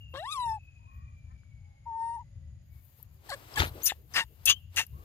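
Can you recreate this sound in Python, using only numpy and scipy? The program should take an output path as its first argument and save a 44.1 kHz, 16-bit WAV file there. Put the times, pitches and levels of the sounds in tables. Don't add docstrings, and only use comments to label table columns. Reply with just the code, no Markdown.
import sys
import numpy as np
from scipy import signal
from scipy.fft import rfft, irfft
from scipy.io import wavfile
from scipy.ndimage import uniform_filter1d

SR = 44100
rng = np.random.default_rng(int(sys.argv[2]) if len(sys.argv) > 2 else 0)


def rack_gain(trim_db):
    fader = np.asarray(trim_db, float)
    return 10 ** (fader / 20)


def wav_out(sig):
    wavfile.write(sys.argv[1], SR, np.round(np.clip(np.atleast_2d(sig).T, -1, 1) * 32767).astype(np.int16))


N = 222396
TIME = np.arange(N) / SR
BINS = np.arange(N // 2 + 1) * SR / N + 1e-3
# [f/Hz, width/Hz, level/dB]
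THROAT_LOW = [(1030, 210, 7), (1750, 270, -1), (3000, 810, -6), (3828, 110, 0)]
THROAT_HIGH = [(7650, 320, -3), (10140, 620, -4), (11840, 860, -11.5)]


def first_coo():
    # [t/s, pitch/Hz, level/dB, mouth opening as overtone level/dB, roughness/0-1, brightness/dB]
    coo = [
        (.138, 520.5, -46, -7.5, 0.6, -14),
        (.178, 553, -44, -1, 0.28, -4),
        (.215, 677, -41, -16.5, 0.24, -3.5),
        (.281, 1104, -38.5, -7, 0, -7.5),
        (.327, 1272, -41, 9.5, 0, -2),
        (.385, 1014, -33.5, -16, 0.15, 1),
        (.505, 888.4, -31, -27, 0.19, 6),
        (.56, 868, -38, -30, 0.22, 2.5),
        (.585, 805, -51, -30, 0, -9),
    ]
    # [f/Hz, width/Hz, level/dB]
    throat_mid = [(5300, 300, -3.5), (6170, 200, -10.5)]
    call = creak(.135) * voice(coo, high_db=-15.5, upper=throat_mid + THROAT_HIGH)
    return ports(call, lag=5.4, pan_db=11.5)


def second_coo():
    # [t/s, pitch/Hz, level/dB, mouth opening as overtone level/dB, roughness/0-1, brightness/dB]
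    coo = [
        (1.857, 900, -57, -26.5, 0.3, -11),
        (1.868, 947, -40, -40.5, 0.13, -12.5),
        (1.925, 900, -38.5, -36, 0.18, -9.5),
        (2.03, 915, -32, -31, 0.17, 0.5),
        (2.155, 941.6, -38, -27.5, 0.12, 3.5),
        (2.18, 863, -42, -30, 0.1, -2),
        (2.203, 992, -44.5, -26, 0.1, -15),
        (2.22, 937, -49.5, -27, 0.084, -18),
        (2.234, 816, -66, -58, 0.26, -16),
    ]
    # [f/Hz, width/Hz, level/dB]
    throat_round = [(1850, 460, -2.5), (2800, 500, -8), (3680, 300, -18.5), (4730, 320, -10),
                    (5650, 270, -10.5)]
    round_high = [(8200, 230, -12), (9480, 360, -1.5), (10040, 310, -5)]
    call = voice(coo, high_db=-10.5, top_hz=10660, throat=throat_round, upper=round_high,
                 flicker_db=3.0, jitter=0.0049)
    return ports(call, lag=5.3, pan_db=12.0)


def grunt():
    # [t/s, pitch/Hz, level/dB, mouth opening as overtone level/dB, roughness/0-1]
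    pitch_drop = [
        (3.291, 900, -46, -2, 0.76),
        (3.314, 726, -42, -3, 0.12),
        (3.321, 536, -46, 3.5, 0.72),
        (3.344, 577, -42.5, -1.5, 0.2),
        (3.362, 468, -61, -16, 0.77),
    ]
    # [f/Hz, width/Hz, level/dB]
    throat_grunt = [(1030, 210, 1.5), (1705, 330, 5), (3000, 560, -8.5), (4350, 460, -3.5),
                    (5200, 260, -23)]
    call = voice(pitch_drop, high_db=-3.5, throat=throat_grunt, flicker_db=4.0, jitter=0.0047)
    return ports(call, lag=6.3, pan_db=8.0)


def barks():
    starts = [3.291, 3.558, 3.856, 4.143, 4.458, 4.478, 4.761, 3.872, 3.832, 3.586, 3.64, 4.49, 4.455,
              4.137, .137]
    # [strongest t/s, end t/s, throat level/dB]
    pushes = [(3.31, 3.307, -49.5), (3.601, 3.7065, -27.5), (3.868, 3.905, -43), (4.172, 4.255, -23.5),
              (4.483, 4.526, -24.5), (4.503, 4.55, -20.5), (4.78, 4.86, -25.5), (3.9, 3.95, -37.5),
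              (3.852, 3.87, -62), (3.602, 3.63, -28.5), (3.678, 3.72, -47.5), (4.501, 4.535, -38),
              (4.463, 4.476, -45.5), (4.15, 4.18, -49.5), (.172, 0.21, -56.5)]
    # [chest level/dB, nose level/dB, hiss level/dB]
    mixes = [(-12, 0, -2), (-8, -17.5, -19), (-31, 15.5, 17), (-28, -18.5, -26), (-35, -10.5, -9.5),
             (-50.5, -11, -23), (-28.5, -10.5, -16), (-46, -8.5, -15.5), (-11, 12, 15), (-36, -14, -15),
             (-30, -12.5, -1.5), (-40.5, 10, 3), (-30, 12.5, 18.5), (-27.5, 3.5, -11), (-45, -24.5, -39.5)]
    # [f/Hz, width/Hz, level/dB]
    mouths = [
        [(2496, 280, -3), (3820, 450, -36.5), (4370, 110, 13)],
        [(900, 2300, 9), (1540, 990, 25.5), (3540, 810, 1), (6420, 280, 15)],
        [(1826, 250, 5), (2640, 520, -1), (5300, 1100, 1), (6170, 470, 7.5), (6680, 460, -19.5)],
        [(1150, 92, -13), (1800, 300, 0.5), (2120, 220, -5), (2786, 140, -4), (4820, 390, -11),
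         (6760, 230, -18)],
        [(2670, 50, 8.5), (3330, 320, 2.5), (6300, 230, 3), (7240, 71, 1.5)],
        [(1162, 64, -5), (1614, 170, -11.5), (2854, 200, 7), (3376, 160, 7), (4780, 290, -1), (6420, 100, 12),
         (6700, 80, 7.5)],
        [(1900, 418, 3), (2740, 100, 13), (3500, 230, -3), (6220, 560, 2.5), (7040, 610, -3.5)],
        [(1800, 140, 7), (2700, 480, 3.5), (3500, 300, 6), (7250, 550, 0)],
        [(3000, 900, 0.5), (6500, 1500, -7.5)],
        [(3500, 490, 3), (6650, 600, 0)],
        [(1200, 900, -1), (3970, 700, 2), (8870, 700, 3.5)],
        [(1200, 200, 2.5), (2800, 390, 5.5), (6500, 370, 7.5), (9060, 350, -6)],
        [(3000, 900, -3), (6300, 1300, 8), (9100, 500, 0)],
        [(2000, 600, 0), (5000, 250, 10)],
        [(1090, 200, 4.5), (1730, 250, 10.5), (3856, 300, -7), (7700, 270, -6)],
    ]
    # [right port lag/samples, treble left over right/dB, valley between resonances/dB, hoarseness/dB]
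    places = [(7.7, 13, -7, 5), (11.7, 8.5, 3, 4), (5.13, 10, -28, 1), (5.4, 7.5, -13.5, 1.5),
              (4.7, 8, -18.5, 1.5), (4.4, 9, -38.5, 0.5), (4.76, 8.5, -10.5, 2.5), (3.9, 10, -31.5, 3.5),
              (5.1, 8, -9, 1.5), (9.2, 3.5, -11, 1), (8.2, 6.5, -11, 0.5), (5, 11.5, -19.5, 1),
              (5, 11, -10.5, 2), (5.5, 9, -16, 1.5), (4.1, 13.5, -16.5, 3)]
    out = 0
    for start, row, mix, mouth, place in zip(starts, pushes, mixes, mouths, places):
        lag, pan_db, valley_db, hoarse_db = place
        out = out + ports(bark((start, *row), mix, mouth, valley_db, hoarse_db), lag, pan_db)
    return out


def bark(row, mix, mouth, valley_db, hoarse_db):
    # [top as share of the rise/0-1, start under top/dB, loss by the end/dB,
    # curve of the fall/power, burst level/dB]
    paths = [(0.98, 23.5, 30.5, 1.5, -10.5), (0.83, 18.5, 52.5, 2.17, -6.5), (0.71, 18.5, 43.5, 2.2, 13),
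             (0.13, 8.5, 40.5, 2.84, 3)]
    # [f/Hz, level/dB]
    hiss_tone = [(4710, -37), (8000, -14.5), (8480, -18.5), (9170, 13), (10200, 3), (14600, 10.5),
                 (16000, -26)]
    start, _, end, _ = row
    gate = uniform_filter1d(*curves([[start], [end]]), size=30)
    levels_db = [db + push(row, *path) for db, path in zip((mix[0], 0, *mix[1:]), paths)]
    colour = np.sqrt(rack_gain(2 * valley_db) + sum((rack_gain(db) * peak(hz, w)) ** 2 for hz, w, db in mouth))
    spurts = rfft(rng.standard_normal(N) * rack_gain(hoarse_db * walk(350)))
    chest = band(98, 482)
    throat = colour * band(670, 4200)
    nose = colour * band(4700, 8200)
    hiss = rack_gain(shape_db(hiss_tone, BINS)) * band(11000, 15000)
    filters = (chest, throat, nose, hiss)
    return gate * sum(rack_gain(db) * unit(irfft(spurts * g, N)) for db, g in zip(levels_db, filters))


def push(row, share, start_db, lost_db, bend, burst_db):
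    start, top, end, db = row
    top = start + share * (top - start)
    burst_s = 0.0057
    burst = burst_db * np.exp(-(np.maximum(TIME - start, 0) / burst_s) ** 2)
    rise = start_db * np.clip((top - TIME) / (top - start), 0, 1)
    fall = lost_db * np.clip((TIME - top) / (end - top), 0, 1) ** bend
    return db + burst - rise - fall


def yelps():
    # [t/s, length/s, first pitch/Hz, last pitch/Hz, top level/dB]
    glides = [
        (3.556, 0.013, 1125, 1072, -42),
        (3.571, 0.018, 866, 833, -35.5),
        (4.185, 0.055, 930, 900, -43),
        (4.792, 0.0246, 901, 918, -38.5),
    ]
    # mouth opening in dB, roughness
    calls = [glide(row, 5.7, .42, edge_db=6.5) for row in glides]
    return ports(sum(voice(call, high_db=-13.5, jitter=0.0089) for call in calls), lag=6.3, pan_db=8.0)


def squeaks():
    # [t/s, length/s, first pitch/Hz, last pitch/Hz, top level/dB]
    tight = [(3.537, 0.011, 5800, 4400, -46), (3.884, 0.03, 4500, 3300, -37.5),
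             (4.134, 0.013, 6500, 5000, -41), (4.46, 0.066, 2650, 2865, -20.5),
             (4.504, 0.049, 3114, 3020, -30.5), (4.544, 0.05, 3128, 3160, -48.5),
             (2.67, 0.124, 2150, 2330, -75), (3.893, .016, 8000, 7100, -40),
             (3.873, 0.021, 3000, 2450, -37.5), (3.898, .017, 2900, 2400, -37),
             (4.138, .05, 5100, 4850, -37), (4.157, 0.048, 1950, 1780, -25.5),
             (4.184, .042, 2740, 2790, -29.5), (4.513, 0.025, 6500, 6100, -33),
             (4.488, .022, 6600, 6900, -29), (4.175, .05, 6450, 6550, -45.5),
             (3.856, 0.035, 6500, 6350, -33)]
    rising = [
        (3.821, .038, 5850, 7250, -36),
        (3.831, .032, 12500, 14400, -25),
    ]
    octave_db = -30
    calls = [glide(row, octave_db, top=0.47, edge_db=19.5) for row in tight]
    calls += [glide(row, octave_db, top=.6, reach=.9, edge_db=15) for row in rising]
    return ports(sum(squeak(call) for call in calls), lag=6.5, pan_db=14.5)


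def squeak(call):
    hz, db, octave_db, gate = curves(call)
    phase = 2 * np.pi * np.cumsum(hz * (1 + 0.0046 * walk(580))) / SR
    return gate * rack_gain(db + 1.3 * walk(200)) * (np.sin(phase) + rack_gain(octave_db) * np.sin(2 * phase))


def snaps():
    # [t/s, centre f/Hz, peak level/dB, t60/s]
    rings = [(1.434, 1520, -58, 0.0065), (4.869, 5430, -51, 0.0079), (2.989, 480, -61, .03),
             (3.0, 900, -63, 0.033), (3.028, 12020, -39.5, 0.022), (3.14, 308, -59, .043),
             (3.144, 13500, -52, .01), (3.598, 71.3, -21.5, 0.087), (3.602, 1800, -23, .012),
             (3.603, 348, -25, .035), (3.605, 250, -30.5, 0.041), (3.619, 900, -26, .016),
             (3.637, 576, -20, 0.012), (3.671, 653, -30.5, 0.0088), (3.747, 13300, -43, 0.011),
             (3.819, 3500, -45, 0.007), (3.92, 800, -29.5, 0.018), (4.162, 2670, -23, .013),
             (4.165, 1850, -26, 0.036), (4.178, 1900, -36, .014), (4.777, 3000, -35, 0.015),
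             (4.78, 2700, -41, 0.015), (4.783, 2830, -42, .008), (4.791, 2700, -41, .021),
             (4.866, 11820, -41.5, .014), (3.677, 12000, -40, .008), (3.692, 12300, -39.5, .01),
             (2.849, 12400, -55, .01), (3.045, 2700, -72, .015), (3.559, 6580, -37.5, 0.022),
             (3.637, 3160, -36, .008), (3.819, 12110, -55, .008), (3.56, 4480, -39.5, .015),
             (3.922, 1800, -38, 0.013), (3.922, 2900, -51, .01), (4.143, 1850, -29, .02),
             (3.898, 3500, -30, 0.018), (3.9, 1900, -31.5, 0.018), (3.908, 2000, -32, 0.016),
             (3.879, 2700, -33, .015), (.155, 1000, -47, .012), (.14, 1100, -56, 0.011)]
    thuds = [row for row in rings if 200 < row[1] < 740]
    clicks = [row for row in rings if not 200 < row[1] < 740]
    shadow_db = -6
    return ports(ticks(clicks), lag=6.5, pan_db=14.5) + ticks(thuds) * rack_gain([[3], [-6.5 + 2 * shadow_db]])


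def ticks(rows):
    out = np.zeros(N)
    for s, hz, db, t60 in rows:
        age = np.maximum(TIME - s, 0)
        attack = np.minimum(age * hz / 0.46, 1)
        ring = (hz < 5000) * np.sin(2 * np.pi * hz * age) + 0.52 * noise(peak(hz, 0.052 * hz) ** 2)
        out += (TIME >= s) * rack_gain(db - 60 * age / t60) * attack * ring
    return out


def voice(call, high_db, jitter=0.0019, top_hz=12600, breath_db=-3.0, throat=THROAT_LOW, upper=THROAT_HIGH,
          flicker_db=4.5):
    # [f/Hz, width/Hz, level/dB]
    nose_dips = [(2500, 350, -12), (5780, 110, -16), (6480, 70, -12), (1440, 250, -3.5), (4750, 300, -5),
                 (6850, 300, -5)]
    hz, db, low_db, rough, *bright_db, gate = curves(call)
    high_db = high_db + sum(bright_db) + 0.7 * low_db + 8 * np.log2(hz / 950)
    on, wobble, rasp = gate > 0, walk(30), walk(160)

    def breath(modes):
        return irfft(rfft(rng.standard_normal(N)) * rack_gain(resonances_db(modes, BINS)), N)[on]

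    hz, low_db, high_db, rough = hz[on], low_db[on], high_db[on], np.clip(rough[on], 0, 1)
    phase = 2 * np.pi * np.cumsum(hz * (1 + jitter * wobble[on])) / SR
    air = rack_gain(low_db) * breath(throat) + rack_gain(high_db) * breath(upper)
    tone = rough * rack_gain(breath_db) * (1 + np.cos(phase)) * air
    glide_blur = .022 * uniform_filter1d(np.abs(np.gradient(np.log(hz))) * SR, size=600)
    for k in range(1, 21):
        def shake(x, step):
            return np.roll(x, step * k)[on]

        gain = 1
        if k > 1:
            gain = rack_gain(low_db + resonances_db(throat, k * hz)) + rack_gain(high_db + resonances_db(upper, k * hz))
            gain = gain * (k * hz < SR / 2.5)
        strain = min(k / 6, 1) ** 2 * (high_db + 30) / 19 + (k - 1) * glide_blur
        uneven = rough ** (2 if k == 1 else 1) * (.5 + .16 * k)
        smear = np.clip(np.maximum(uneven, strain), 0, .97)
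        flicker = rack_gain((.6 if k == 1 else flicker_db) * shake(wobble, 9001))
        line = np.sqrt(1 - smear ** 2) * flicker * np.sin(k * (phase + 0.31 * k))
        blur = shake(rasp, 7001) * np.sin(k * phase) + shake(rasp, 3001) * np.cos(k * phase)
        tone += gain * (line + smear * blur / np.sqrt(2))
    out = np.zeros(N)
    out[on] = np.sqrt(2) * tone
    nose = rack_gain(sum(dip * np.exp(-((BINS - f) / w) ** 2) for f, w, dip in nose_dips))
    return irfft(rfft(gate * rack_gain(db) * out) * nose / (1 + (BINS / top_hz) ** 40), N)


def creak(start):
    rate_hz, length_s, depth_db = 191.6, 0.031, 17
    age = TIME - start
    slap_db = depth_db * (.4 - (age * rate_hz) % 1)
    return uniform_filter1d(rack_gain(np.where(age < length_s, slap_db, 0)), size=50)


def glide(row, *steady, top=.5, reach=.5, edge_db=16):
    s, length, hz0, hz1, db = row
    points = ((0, 0, edge_db), (top, reach, 0), (1, 1, edge_db))
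    return [(s + u * length, hz0 + v * (hz1 - hz0), db - under_db, *steady) for u, v, under_db in points]


def resonances_db(modes, hz):
    return 10 * np.log10(sum(rack_gain(2 * db) / (1 + ((hz - f) / (w / 2)) ** 2) ** 1.245 for f, w, db in modes))


def grass():
    # [t/s, level/dB]
    stir = [(2.62, -55), (2.74, -13), (3.19, -11.5), (3.27, -1), (3.48, -1.5), (3.54, 4), (3.74, 0),
            (3.82, 1.5), (3.96, -9), (4.05, -18.5), (4.13, -1.5), (4.29, -15.5), (4.44, -5), (4.59, -11),
            (4.665, -33.5), (4.75, -1.5), (4.89, -16.5), (5.04, -7)]
    # [level at full stir/dB, slope/dB per dB of stir]
    layers = [(-61, 1.73), (-61.5, 1.57), (-64.5, .5)]
    # [t/s, level/dB, half length/s]
    swishes = [(3.353, -64.5, 0.13), (3.777, -50, 0.041), (3.87, -64, 0.012), (4.015, -69.5, 0.066),
               (4.157, -50, 0.013), (4.32, -68.5, 0.03), (5.02, -65, 0.087)]
    # [t/s, half length/s, middle level change/dB, high level change/dB]
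    brushes = [(2.85, 0.03, -3, 4.5), (2.997, 0.023, 8, 4.5), (3.087, .04, -12, -10),
               (3.204, 0.051, -3.5, -7.5), (3.404, 0.033, -2, -1.5), (4.4, 0.02, -3, -4.5),
               (3.722, 0.042, -6, 1), (4.702, 0.048, 6.5, -5)]
    stir_db, gate = curves(stir)
    low_db, mid_db, high_db = (db + slope * stir_db for db, slope in layers)
    swish = sum(rack_gain(db) * bump(s, half) for s, db, half in swishes) * noise(band(330, 470))
    mid_db = mid_db + 0.99 * walk(25) + sum(bump(s, half) * mid for s, half, mid, _ in brushes)
    high_db = high_db + sum(bump(s, half) * high for s, half, _, high in brushes)
    crackle = rack_gain(0.74 * walk(27) + 0.28 * walk(460))
    notches = (1 - .8 * peak(5750, 250) ** 2) * (1 - .7 * peak(6900, 350) ** 2)
    mid_tone = band(1500, 9000) / np.sqrt(BINS) * notches
    high_tone = band(9600, 15800) * (.2 + peak(13600, 3200) ** 2)

    def layer():
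        low = rack_gain(low_db) * noise(band(220, 1300))
        return low + rack_gain(mid_db) * noise(mid_tone) + rack_gain(high_db) * noise(high_tone)

    shared = ports(layer() + swish, lag=10.81, pan_db=11.5)
    left, right = gate * crackle * (shared + np.array([layer(), layer()]))
    return np.array([left, irfft(rfft(right) / (1 + (BINS / 7000) ** 6), N)])


def trees(x):
    level_db, t60_s = -59, .9
    decay = rack_gain(level_db - 60 * TIME / t60_s) / np.sqrt(SR / 30) * (TIME > .015)
    tail = np.array([noise(peak(2900, 800) ** 2) * decay for _ in range(2)])
    return signal.fftconvolve(x[None], tail[:, :SR], axes=1)[:, :N]


def far_monkeys():
    # [t/s, length/s, first pitch/Hz, last pitch/Hz, top level/dB]
    far_calls = [
        (.79, 0.37, 880, 1166, -63),
        (.88, 0.28, 1780, 1960, -75.5),
        (1.58, 0.29, 800, 835, -71),
        (2.2, 0.43, 550, 551, -76),
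        (4.931, 0.13, 1030, 1150, -59.5),
    ]
    far_hoots = [
        (1.259, 0.112, 257.4, 271.5, -99),
        (2.69, 0.16, 1118, 1150, -82.5),
    ]
    # mouth opening in dB, roughness
    calls = [glide(row, -20.5, 0.79, top=0.37, reach=0.78, edge_db=11) for row in far_calls]
    calls += [glide(row, 23.5, 0.12, edge_db=12.5) for row in far_hoots]
    far = sum(voice(call, high_db=-60, jitter=0.031, top_hz=2300) for call in calls)
    return ports(far, lag=22.0, pan_db=8.5)


def wind():
    # [t/s, level over the breeze/dB, half length/s]
    gusts = [(0.122, 10, 0.091), (0.36, 3, 0.042), (0.49, 9.5, 0.093), (1.263, 7, 0.41), (1.628, 5, 0.033),
             (1.892, -3.5, 0.41), (2.555, 13.5, 0.15), (2.62, -5, 0.078), (3.622, 19, 0.056),
             (3.726, 7.5, 0.069), (3.987, 6, 0.13), (4.249, -0.5, 0.13), (2.967, -4.5, 0.022),
             (2.25, 6.5, 0.13), (.12, -1.5, 0.29), (4.415, 7.5, 0.012), (4.569, 5, 0.15),
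             (4.949, 10.5, 0.06)]
    # [f/Hz, level per Hz/dB]
    wind_tone = [(12, -29), (20, -26), (32, -5), (86, 1.5), (141, -8.5), (177, -23.5), (208, -20),
                 (245, -40), (269, -39), (500, -54.5), (650, -74), (1100, -120)]
    breeze_db = -54.5
    db = breeze_db + sum(gust_db * bump(s, half) for s, gust_db, half in gusts)
    pan_db = 4 + 1.3 * walk(0.77)
    tone = rack_gain(shape_db(wind_tone, BINS))
    both = noise(tone) * rack_gain(2.3 * walk(4.7))
    apart = noise(tone * peak(200, 400))
    rumble = rack_gain(db + np.array([pan_db, -pan_db]) / 2) * (both + 0.15 * np.array([apart, -apart]))
    return irfft(rfft(rumble) / np.sqrt(1 + (46 / BINS) ** 8), N)


def drone():
    hz = 2826 * np.exp(-.146 * TIME)
    level = (TIME < 4.7) * rack_gain(-58 - 11 * TIME)
    phase = 2 * np.pi * np.cumsum(hz) / SR
    tone = (0.24 + walk(50)) * np.sin(phase) + walk(45) * np.cos(phase)
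    return ports(level * tone, lag=5.0, pan_db=4.0)


def crickets():
    # [f/Hz, width/Hz, level/dB, throb rate/Hz, throb depth/dB]
    singers = [(6750, 500, -77.5, 55, 2), (4900, 200, -86, 30, 1.5), (550, 25, -90, 3, 3),
               (2980, 120, -92, 1.5, 4)]
    out = 0
    for hz, width, db, rate, throb_db in singers:
        song = peak(hz, width) ** 2
        out = out + rack_gain(db + throb_db * walk(rate)) * np.array([0.731 * noise(song), 0.39 * noise(song)])
    return out


def forest():
    # [t/s, level/dB, half length/s]
    flutters = [(0.0, -69, 0.033), (0.126, -68, .03), (0.19, -68, .035), (0.645, -80, .02),
                (0.962, -74, 0.037), (1.187, -83, 0.017)]
    # [f/Hz, level per Hz/dB]
    hush_tone = [(150, -18.5), (250, 3), (446, -13.5), (571, -5), (986, -14.5), (2330, -12), (5690, -20.5),
                 (6820, -29), (8180, -37), (11200, -13), (13000, -33)]
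    wings = band(12300, 14600) ** 3
    flutter = sum(rack_gain(db) * bump(s, half) for s, db, half in flutters)
    hush = rack_gain(shape_db(hush_tone, BINS)) * band(150, 9900)
    out = flutter * np.array([noise(wings), 0.28 * noise(wings)])
    return out + rack_gain(-73 + 0.34 * walk(2.1)) * np.array([0.8 * noise(hush), 0.79 * noise(hush)])


def ports(x, lag, pan_db):
    shadow_db = pan_db * (.45 + .55 * np.clip((BINS - 900) / 2000, 0, 1))
    late = np.exp(-2j * np.pi * BINS * lag / SR)
    return np.array([irfft(rfft(x) * g, N) for g in (rack_gain(shadow_db / 2), rack_gain(-shadow_db / 2) * late)])


def unit(x):
    return x / np.sqrt(np.mean(x ** 2))


def curves(table):
    s, *columns = np.transpose(table)
    gate = uniform_filter1d(1. * ((TIME > s[0]) & (TIME < s[-1])), size=160)
    return [np.interp(TIME, s, c) for c in columns] + [gate]


def bump(s, half):
    return np.exp(-((TIME - s) / half) ** 2)


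def shape_db(points, hz):
    f, db = np.transpose(points)
    return np.interp(np.log(hz), np.log(f), db)


def noise(gain):
    return unit(irfft(rfft(rng.standard_normal(N)) * gain, N))


def band(lo_hz, hi_hz):
    return 1 / np.sqrt((1 + (lo_hz / BINS) ** 8) * (1 + (BINS / hi_hz) ** 8))


def peak(hz, width):
    return 1 / np.sqrt(1 + ((BINS - hz ** 2 / BINS) / width) ** 2)


def walk(rate):
    return noise(1 / (1 + (BINS / rate) ** 2))


def scene():
    near = first_coo() + second_coo() + grunt() + barks() + yelps() + squeaks() + snaps()
    return near + trees(near[0]) + grass() + far_monkeys() + wind() + drone() + crickets() + forest()


def low_pass(x):
    return signal.sosfilt(signal.butter(12, 16640, fs=SR, output="sos"), x)


def record(dry):
    ceiling, top_hz = .6, 15700
    rounded = ceiling * np.tanh(dry / ceiling)
    mix = irfft(rfft(rounded) / (1 + (BINS / top_hz) ** 60), N)
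    return low_pass(mix)


dry = scene()
out = record(dry)
wav_out(out)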